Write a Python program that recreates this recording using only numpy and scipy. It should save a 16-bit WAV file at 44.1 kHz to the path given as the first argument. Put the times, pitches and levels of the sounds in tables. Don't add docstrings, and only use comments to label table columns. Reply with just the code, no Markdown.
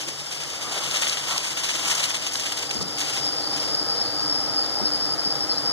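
import sys
import numpy as np
from scipy import signal
from scipy.fft import rfft, irfft
from scipy.io import wavfile
from scipy.ndimage import uniform_filter1d

SR = 44100
rng = np.random.default_rng(int(sys.argv[2]) if len(sys.argv) > 2 else 0)


def log_audio(samples):
    frames = np.atleast_2d(samples).T
    limited = np.clip(frames, -1, 1)
    pcm = np.round(limited * 32767).astype(np.int16)
    wavfile.write(sys.argv[1], SR, pcm)


N = 252252
TIME, FREQS = np.arange(N) / SR, np.fft.rfftfreq(N, 1 / SR)
PORT_DELAY_SAMPLES = 17.15


def from_db(db):
    return 10 ** (np.asarray(db) / 20)


def unit_power(x):
    return x / np.sqrt(np.mean(x ** 2) + 1e-20)


def gain_curve(rows):
    return from_db(np.interp(TIME, *np.transpose(rows)))


def response(points):
    hz, db = np.transpose(points)
    return from_db(np.interp(np.log(FREQS + 1), np.log(hz), db))


def colour(x, spectrum):
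    return irfft(rfft(x) * unit_power(response(spectrum)), N)


def band(x, low_hz, high_hz):
    below = lambda hz: 1 / (1 + (FREQS / hz) ** 12)
    return irfft(rfft(x) * np.sqrt(abs(below(high_hz) - below(low_hz))), N)


def white():
    return rng.standard_normal((2, N))


def drift(rate_hz):
    return unit_power(irfft(rfft(rng.standard_normal(N)) / (1 + (FREQS / rate_hz) ** 2), N))


def resonate(x, hz, width_hz):
    r = np.exp(-np.pi * width_hz / SR)
    feedback = [1, -2 * r * np.cos(2 * np.pi * hz / SR), r * r]
    return signal.lfilter(np.array([1, 0, -1]) * (1 - r * r) / 2, feedback, x)


def swell(s, rise_s, tail=2.13):
    hump = np.zeros(N)
    near = slice(*np.searchsorted(TIME, [s - 4 * rise_s, s + 4 * rise_s * tail]))
    u = (TIME[near] - s) / rise_s
    hump[near] = np.exp(-2 * np.where(u < 0, -u, u / tail) ** 1.5)
    return hump


def grains(per_s, spread_db, ring_s):
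    hits = rng.random(N) < per_s / SR
    sizes = from_db(spread_db * np.minimum(rng.exponential(1, N), 4))
    energy = signal.lfilter([1], [1, -np.exp(-1 / (ring_s * SR))], hits * sizes ** 2)
    return unit_power(np.sqrt(energy) * white())


def knock(noise, s, db, rise_s, hz, width_hz, tail=1.5):
    hump = swell(s, rise_s, tail)
    ring = hump * resonate(resonate(noise, hz, width_hz), hz, width_hz)
    return from_db(db) * ring * np.sqrt(np.sum(hump ** 2) / (np.sum(ring ** 2) + 1e-20))


# peak in seconds, spill level in dB, scuff level in dB, rise in seconds.
CARTON_SWINGS = [(0.01, -33, -56, 0.028), (0.39, -36.5, -47, 0.35), (0.772, -30.5, -37.5, 0.25),
                 (0.96, -27.5, -58, 0.18), (1.3, -27, -36, 0.066), (1.65, -29.5, -42, 0.44),
                 (1.874, -26, -35.5, 0.094), (2.403, -31.5, -49, 0.17), (3.056, -28.5, -52, 0.12),
                 (3.564, -31.5, -60, 0.077)]


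def swings():
    power = sum((from_db([[spill_db], [scuff_db]]) * swell(s, rise_s, tail=3.2)) ** 2
                for s, spill_db, scuff_db, rise_s in CARTON_SWINGS)
    return np.sqrt(power)


# peak in seconds, level in dB, rise in seconds, treble against middle in dB.
LANDING_CLUMPS = [(0.01, -31.5, 0.021, 1), (0.084, -30, 0.012, 7), (0.325, -31.5, 0.014, -1),
                  (0.35, -31, .009, 1), (0.437, -32, .012, 0), (0.468, -39, 0.013, 6), (0.5, -36, 0.016, 0),
                  (0.75, -44, 0.01, -2), (0.817, -29, .012, -1), (0.945, -21.5, .007, 0),
                  (0.96, -22.5, 0.008, -2), (0.973, -25, .006, -3), (1, -31, .007, 5),
                  (1.02, -20.5, .007, 2), (1.027, -22, 0.01, -9), (1.071, -24, .007, -7),
                  (1.082, -26, 0.0064, 11), (1.13, -26.5, 0.016, -2), (1.174, -27.5, 0.0062, -9),
                  (1.452, -26, 0.0072, -3), (1.486, -31, 0.016, 3), (1.517, -28, 0.015, -3),
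                  (1.578, -22.5, 0.011, -2.5), (1.601, -25.5, 0.0062, -1), (1.64, -22, 0.0081, -1.5),
                  (1.693, -20.5, 0.0079, -2.5), (1.707, -23, 0.0073, 0), (1.74, -27, 0.01, -3),
                  (1.754, -23, 0.0085, 1), (1.796, -25.5, 0.0086, 0), (1.853, -24.5, 0.0083, -4),
                  (1.881, -23.5, 0.011, 7), (1.907, -22, .007, 2), (1.918, -21, 0.0052, -2),
                  (1.953, -22, 0.0057, 6), (1.98, -24.5, 0.007, 3), (2.003, -23, .008, -4),
                  (2.034, -21.5, 0.015, -2), (2.054, -24, .008, 1), (2.095, -23, 0.015, 0),
                  (2.148, -21, 0.0092, -5.5), (2.168, -25, 0.004, 3), (2.224, -28, 0.0091, -2),
                  (2.268, -23, 0.0065, -2), (2.281, -32, 0.0036, 5), (2.32, -30, 0.0056, 5),
                  (2.338, -29.5, 0.0075, 14), (2.367, -31, .01, 12), (2.399, -21, 0.0029, 4),
                  (2.437, -27.5, 0.0075, -4), (2.462, -23, 0.0076, -5.5), (2.522, -20.5, 0.0034, 3),
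                  (2.574, -24, 0.0048, 1), (2.588, -24.5, 0.0036, 3), (2.63, -30.5, .005, -7),
                  (2.71, -20.5, 0.0032, -4), (2.746, -27.5, 0.0028, 8), (2.99, -25.5, 0.016, 2),
                  (3.01, -24.5, 0.017, 1), (3.165, -29, 0.014, -4)]


def landings(scatter_s=0.0026):
    power = 0
    for s, db, rise_s, tilt_db in LANDING_CLUMPS:
        gains = from_db([[db - tilt_db / 2], [db + tilt_db / 2]])
        spread_s = rise_s + scatter_s
        power += rise_s / spread_s * (gains * swell(s, spread_s)) ** 2
    return np.sqrt(power)


# frequency in Hz, relative level in dB.
BIN_RUSTLE = [(100, -75), (600, -9.5), (1600, -6), (2400, 1), (3300, 2), (4200, -3.5), (6300, -0.5),
              (8000, -5.5), (9500, -8.5), (11000, -15.5), (13000, -18), (15000, -28)]
# peak in seconds, level in dB, pitch in Hz, rise in seconds.
WALL_TICKS = [(0.438, -32, 4000, .003), (0.913, -17, 3300, 0.0033), (0.962, -19, 3300, .002),
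              (1.032, -22, 3080, 0.0037), (1.098, -13.5, 4100, 0.0037), (1.381, -11.5, 4300, 0.0039),
              (2.042, -10.5, 3630, 0.0037), (2.358, -16, 3400, 0.0049), (2.41, -21, 3700, .004),
              (2.827, -23.5, 4800, 0.025), (3.014, -29, 3700, .006), (3.089, -30, 3460, 0.0027)]


def insects(spill, scrabble_db=-37, settle_db_per_s=2, flurry_db=1.9):
    scrabble = from_db(scrabble_db - settle_db_per_s * TIME)
    flurries = np.hypot(scrabble, spill) * from_db(flurry_db * drift(rate_hz=21))
    patter = flurries * grains(per_s=6400, spread_db=1.5, ring_s=0.0047)
    middle, treble = landings()
    body_top_hz, leg_top_hz = 4720, 8150
    bands = [(middle, 1, body_top_hz), (treble, body_top_hz, leg_top_hz), (treble, leg_top_hz, SR)]
    for gain, low_hz, high_hz in bands:
        patter += gain * band(grains(per_s=3500, spread_db=3.5, ring_s=0.00045), low_hz, high_hz)
    contact = white()
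    ticks = sum(knock(contact, s, db, rise_s, hz, width_hz=4100, tail=0.28)
                for s, db, hz, rise_s in WALL_TICKS)
    return colour(patter, BIN_RUSTLE) + ticks


# frequency in Hz, relative level in dB.
BOARD_SCUFF = [(40, -60), (140, -7.5), (300, -13), (600, -6.5), (900, -6), (1400, -2.5), (2200, -24.5),
               (5000, -79), (15000, -50)]
# peak in seconds, level in dB, pitch in Hz,
# rise in seconds, bandwidth as a share of the pitch.
CARTON_BUMPS = [(0.081, -31.5, 290, 0.012, 0.95), (0.662, -36, 1200, 0.034, 0.056),
                (0.716, -35, 680, .012, 0.42), (0.772, -29, 560, 0.014, 1), (1.323, -24, 990, 0.013, .5),
                (1.363, -30, 940, 0.023, .6), (1.691, -36, 900, 0.0092, .83),
                (1.752, -28, 280, 0.0085, 2.2), (2.354, -22, 1550, 0.0032, 1), (2.761, -29, 160, 0.013, 2),
                (2.794, -35, 78.6, 0.035, .83), (2.813, -25.5, 487, 0.0058, 1.5),
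                (2.82, -31, 140, 0.047, 0.79), (4.802, -25, 720, 0.0092, 0.79),
                (4.819, -26.5, 188, 0.026, 0.89), (5.265, -33.5, 180, 0.015, 0.97)]


def carton(rub):
    scuff = rub * colour(grains(per_s=3300, spread_db=3.0, ring_s=0.0015), BOARD_SCUFF)
    contact = white()
    bumps = sum(knock(contact, s, db, rise_s, hz, share * hz)
                for s, db, hz, rise_s, share in CARTON_BUMPS)
    return scuff + bumps


# time in seconds, gain in dB.
FAN_OPENNESS = [(0.0, -5.5), (0.25, -9), (0.7, -4), (1.4, -7.5), (2.3, -6), (3.0, -2), (3.7, 0.5),
                (5.72, 0.5)]
# frequency in Hz, relative level in dB.
AIR_RUSH = [(25, -26), (45, -23), (70, -19), (105, 1), (170, -6.5), (240, -3), (330, -1.5), (520, 1.5),
            (800, -1), (1250, -4), (1700, -5.5), (3300, -9.5), (6300, -10), (8000, -16.5), (9200, -14.5),
            (11000, -25), (15000, -25.5)]
# pitch in Hz, width in Hz, level in dB against the rush.
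HOUSING_TONES = [(296.2, 18.6, -8), (483.6, 4.4, -15.5), (800, 18.4, -9.5), (1263, 34, -12)]
# pitch in Hz, width in Hz, unshielded level in dB.
MOTOR_HUM = [(92.5, 5.3, -61), (140.5, 13.6, -47)]


def fan(open_db=-34, tone_shielding=0.64, hum_shielding=0.52):
    air, openness = white(), gain_curve(FAN_OPENNESS)
    tones = sum(from_db(db) * unit_power(resonate(air, hz, width)) for hz, width, db in HOUSING_TONES)
    hum = sum(from_db(db) * unit_power(resonate(air, hz, width)) for hz, width, db in MOTOR_HUM)
    rush = colour(white(), AIR_RUSH)
    airflow = from_db(open_db) * (rush + openness ** tone_shielding * tones)
    return openness * airflow + openness ** hum_shielding * hum


def chirp(hz, spacing_s, fall, sag=0, stroke_s=0.015, overtone_db=-27, rasp_share=0.3, rasp_s=0.002):
    t = np.arange(int(3 * spacing_s * SR)) / SR
    stroke = np.minimum(t % spacing_s / min(stroke_s, spacing_s), 1)
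    jitter = rng.standard_normal(100)
    rasp = rasp_share * np.interp(t / rasp_s, np.arange(len(jitter)), jitter)
    pitch_hz = hz * (1 + fall * (0.5 - stroke) - sag * (t / t[-1] + rasp))
    phase = 2 * np.pi * np.cumsum(pitch_hz) / SR
    return np.sin(np.pi * stroke) * (np.sin(phase) + from_db(overtone_db) * np.sin(2 * phase))


def add(track, s, sound):
    start = int(s * SR) % N
    track[start:start + len(sound)] += sound[:N - start]


def room(x, t60_s, direct_db):
    t = TIME[:SR // 3]
    echo = rng.standard_normal((2, len(t))) * from_db(-60 * t / t60_s)
    echo /= np.sqrt(np.sum(echo ** 2) / 2)
    arrivals = rng.integers(0, int(PORT_DELAY_SAMPLES), 2)
    echo[[0, 1], arrivals] += from_db(direct_db)
    return signal.fftconvolve(x[None], echo, axes=1)[:, :N] / np.hypot(1, from_db(direct_db))


# time in seconds, gain in dB.
CHORUS_EMERGENCE = [(0, -14.5), (2.6, -11.5), (2.76, -7), (2.86, -8.5), (3.12, -8), (3.28, -3), (3.6, -4),
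                    (3.76, -2.5), (5.72, -3.5)]
# time in seconds, pitch in Hz.
CHORUS_MEAN_PITCH = [(3.25, 4980), (3.4, 4860), (3.55, 5010), (4.1, 4880), (4.42, 5050), (4.65, 4860),
                     (4.82, 5010), (4.95, 4910), (5.27, 4950), (5.43, 5060), (5.52, 4900), (5.68, 4980)]
# centre in seconds, change in dB, length of each slope in seconds.
CHORUS_DIPS = [(3.355, -4, .018), (3.576, -4, .014), (4.123, -4, 0.031), (4.68, -2, 0.04), (4.82, -5, .012),
               (5.165, -17, 0.018), (5.212, -6, 0.014), (5.48, -9, .016), (5.545, -5, 0.018),
               (5.61, -4, .014)]
# start in seconds, level in dB, starting pitch in Hz,
# share of pitch lost (negative rises), seconds between wing strokes.
NEAR_CHIRPS = [(3.24, -23, 5080, 0.014, .013), (3.404, -34, 4530, .14, 0.016),
               (3.53, -23, 5120, 0.057, .012), (3.712, -25, 5020, 0.0044, .012),
               (3.765, -21, 5090, .03, 0.011), (3.885, -21, 4980, 0.029, .015),
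               (3.925, -34, 4450, 0.064, 0.024), (4.0, -19, 5180, 0.036, 0.0093),
               (4.024, -32, 4430, 0.037, 0.019), (4.135, -29, 4980, -0.015, .012),
               (4.225, -28, 5130, .01, .015), (4.288, -21.5, 5130, 0.0023, .015),
               (4.34, -20, 5050, .02, .012), (4.385, -22, 5120, 0.056, .011),
               (4.555, -17, 5000, 0.011, 0.013), (4.598, -20, 5010, .03, 0.01),
               (4.62, -35, 4250, 0.093, 0.01), (4.78, -24, 5170, -0.049, 0.012),
               (4.845, -18, 5210, 0.053, 0.0098), (4.847, -32, 4500, 0.07, 0.011),
               (4.925, -20, 4910, -0.0088, 0.012), (5.02, -22, 5200, .02, 0.013),
               (5.078, -23, 4990, 0.025, 0.0089), (5.112, -21, 5040, .03, 0.011),
               (5.178, -20, 5020, .03, 0.008), (5.245, -21, 5060, 0.019, 0.01),
               (5.297, -20, 4940, 0.019, .01), (5.395, -23, 5300, 0.00064, .016),
               (5.488, -20, 5100, -0.00026, 0.011), (5.49, -25.5, 4590, 0.06, 0.011),
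               (5.54, -32.5, 4250, 0.063, 0.016), (5.568, -23, 5140, 0.041, 0.013),
               (5.65, -22, 5110, -0.0044, 0.017)]


def chorus(count=700, place_count=6, crowd_db=-24, scatter_hz=220, spread_db=0.8, flutter_db=0.2):
    places, nearest = np.zeros((place_count, N)), np.zeros(N)
    for k, (when, pitch, size, pace) in enumerate(rng.standard_normal((count, 4))):
        s = (k + when) / count * N / SR
        hz = np.interp(s, *np.transpose(CHORUS_MEAN_PITCH)) + scatter_hz * np.tanh(pitch)
        voice = chirp(hz, spacing_s=0.038 * np.exp(0.124 * pace), fall=0.13)
        add(places[k % place_count], s, from_db(spread_db * size) * voice)
    for s, db, hz, sag, spacing_s in NEAR_CHIRPS:
        add(nearest, s, from_db(db) * chirp(hz, spacing_s, fall=0.066, sag=sag))
    crowd = sum(room(place, t60_s=0.14, direct_db=-3) for place in places)
    running_power = uniform_filter1d(np.mean(crowd ** 2, axis=0), SR // 12)
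    crowd /= np.sqrt(running_power + 1e-9)
    flutter = flutter_db * drift(rate_hz=21)
    dips = sum(db * swell(s, slope_s, tail=1) for s, db, slope_s in CHORUS_DIPS)
    crowd *= gain_curve(CHORUS_EMERGENCE) * from_db(crowd_db + flutter + dips)
    return crowd + room(nearest, t60_s=0.07, direct_db=-14)


def ports(x, shade_db):
    return x * unit_power(from_db([[0], [shade_db]]))


def scene():
    spill, rub = swings()
    close_up = ports(insects(spill) + carton(rub), shade_db=-4.5)
    return close_up + ports(chorus(), shade_db=-8.5) + ports(fan(), shade_db=-3.5)


# frequency in Hz, gain in dB (capped at 0 in use).
PORT_CROSSFEED = [(200, -2), (700, -9.5), (1250, -2), (2300, -9), (2700, 4), (3000, -11.5), (3900, 3.5),
                  (5200, -5), (6500, -11.5), (7800, -8), (9100, -13.5), (10400, -4), (11700, 9),
                  (13000, -1)]
# frequency in Hz, gain in dB.
SIDE_RESPONSE = [(40, -7.5), (150, -10.5), (400, -8), (750, -10.5), (1400, 2.5), (4000, 0.5)]


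def record(dry):
    left, right = rfft(dry)
    delay = np.exp(-2j * np.pi * FREQS * PORT_DELAY_SAMPLES / SR)
    crossfeed = np.minimum(response(PORT_CROSSFEED), 1) * delay
    to_mid = 1 - crossfeed
    to_side = (1 + crossfeed) * response(SIDE_RESPONSE)
    equaliser = 1 / np.sqrt(2 * (abs(to_mid) ** 2 + abs(to_side) ** 2))
    notch_hz, notch_width_hz, notch_db = 2484, 156, -33
    notch = from_db(notch_db * np.exp(-((FREQS - notch_hz) / notch_width_hz) ** 2))
    mid = (left + right) * to_mid * notch
    side = (left - right) * to_side
    stereo = irfft(np.array([mid + side, mid - side]) * equaliser, N)
    top_cut = signal.ellip(12, 0.1, 90, 15300, fs=SR, output="sos")
    return signal.sosfilt(top_cut, stereo)


dry = scene()
out = record(dry)
log_audio(out)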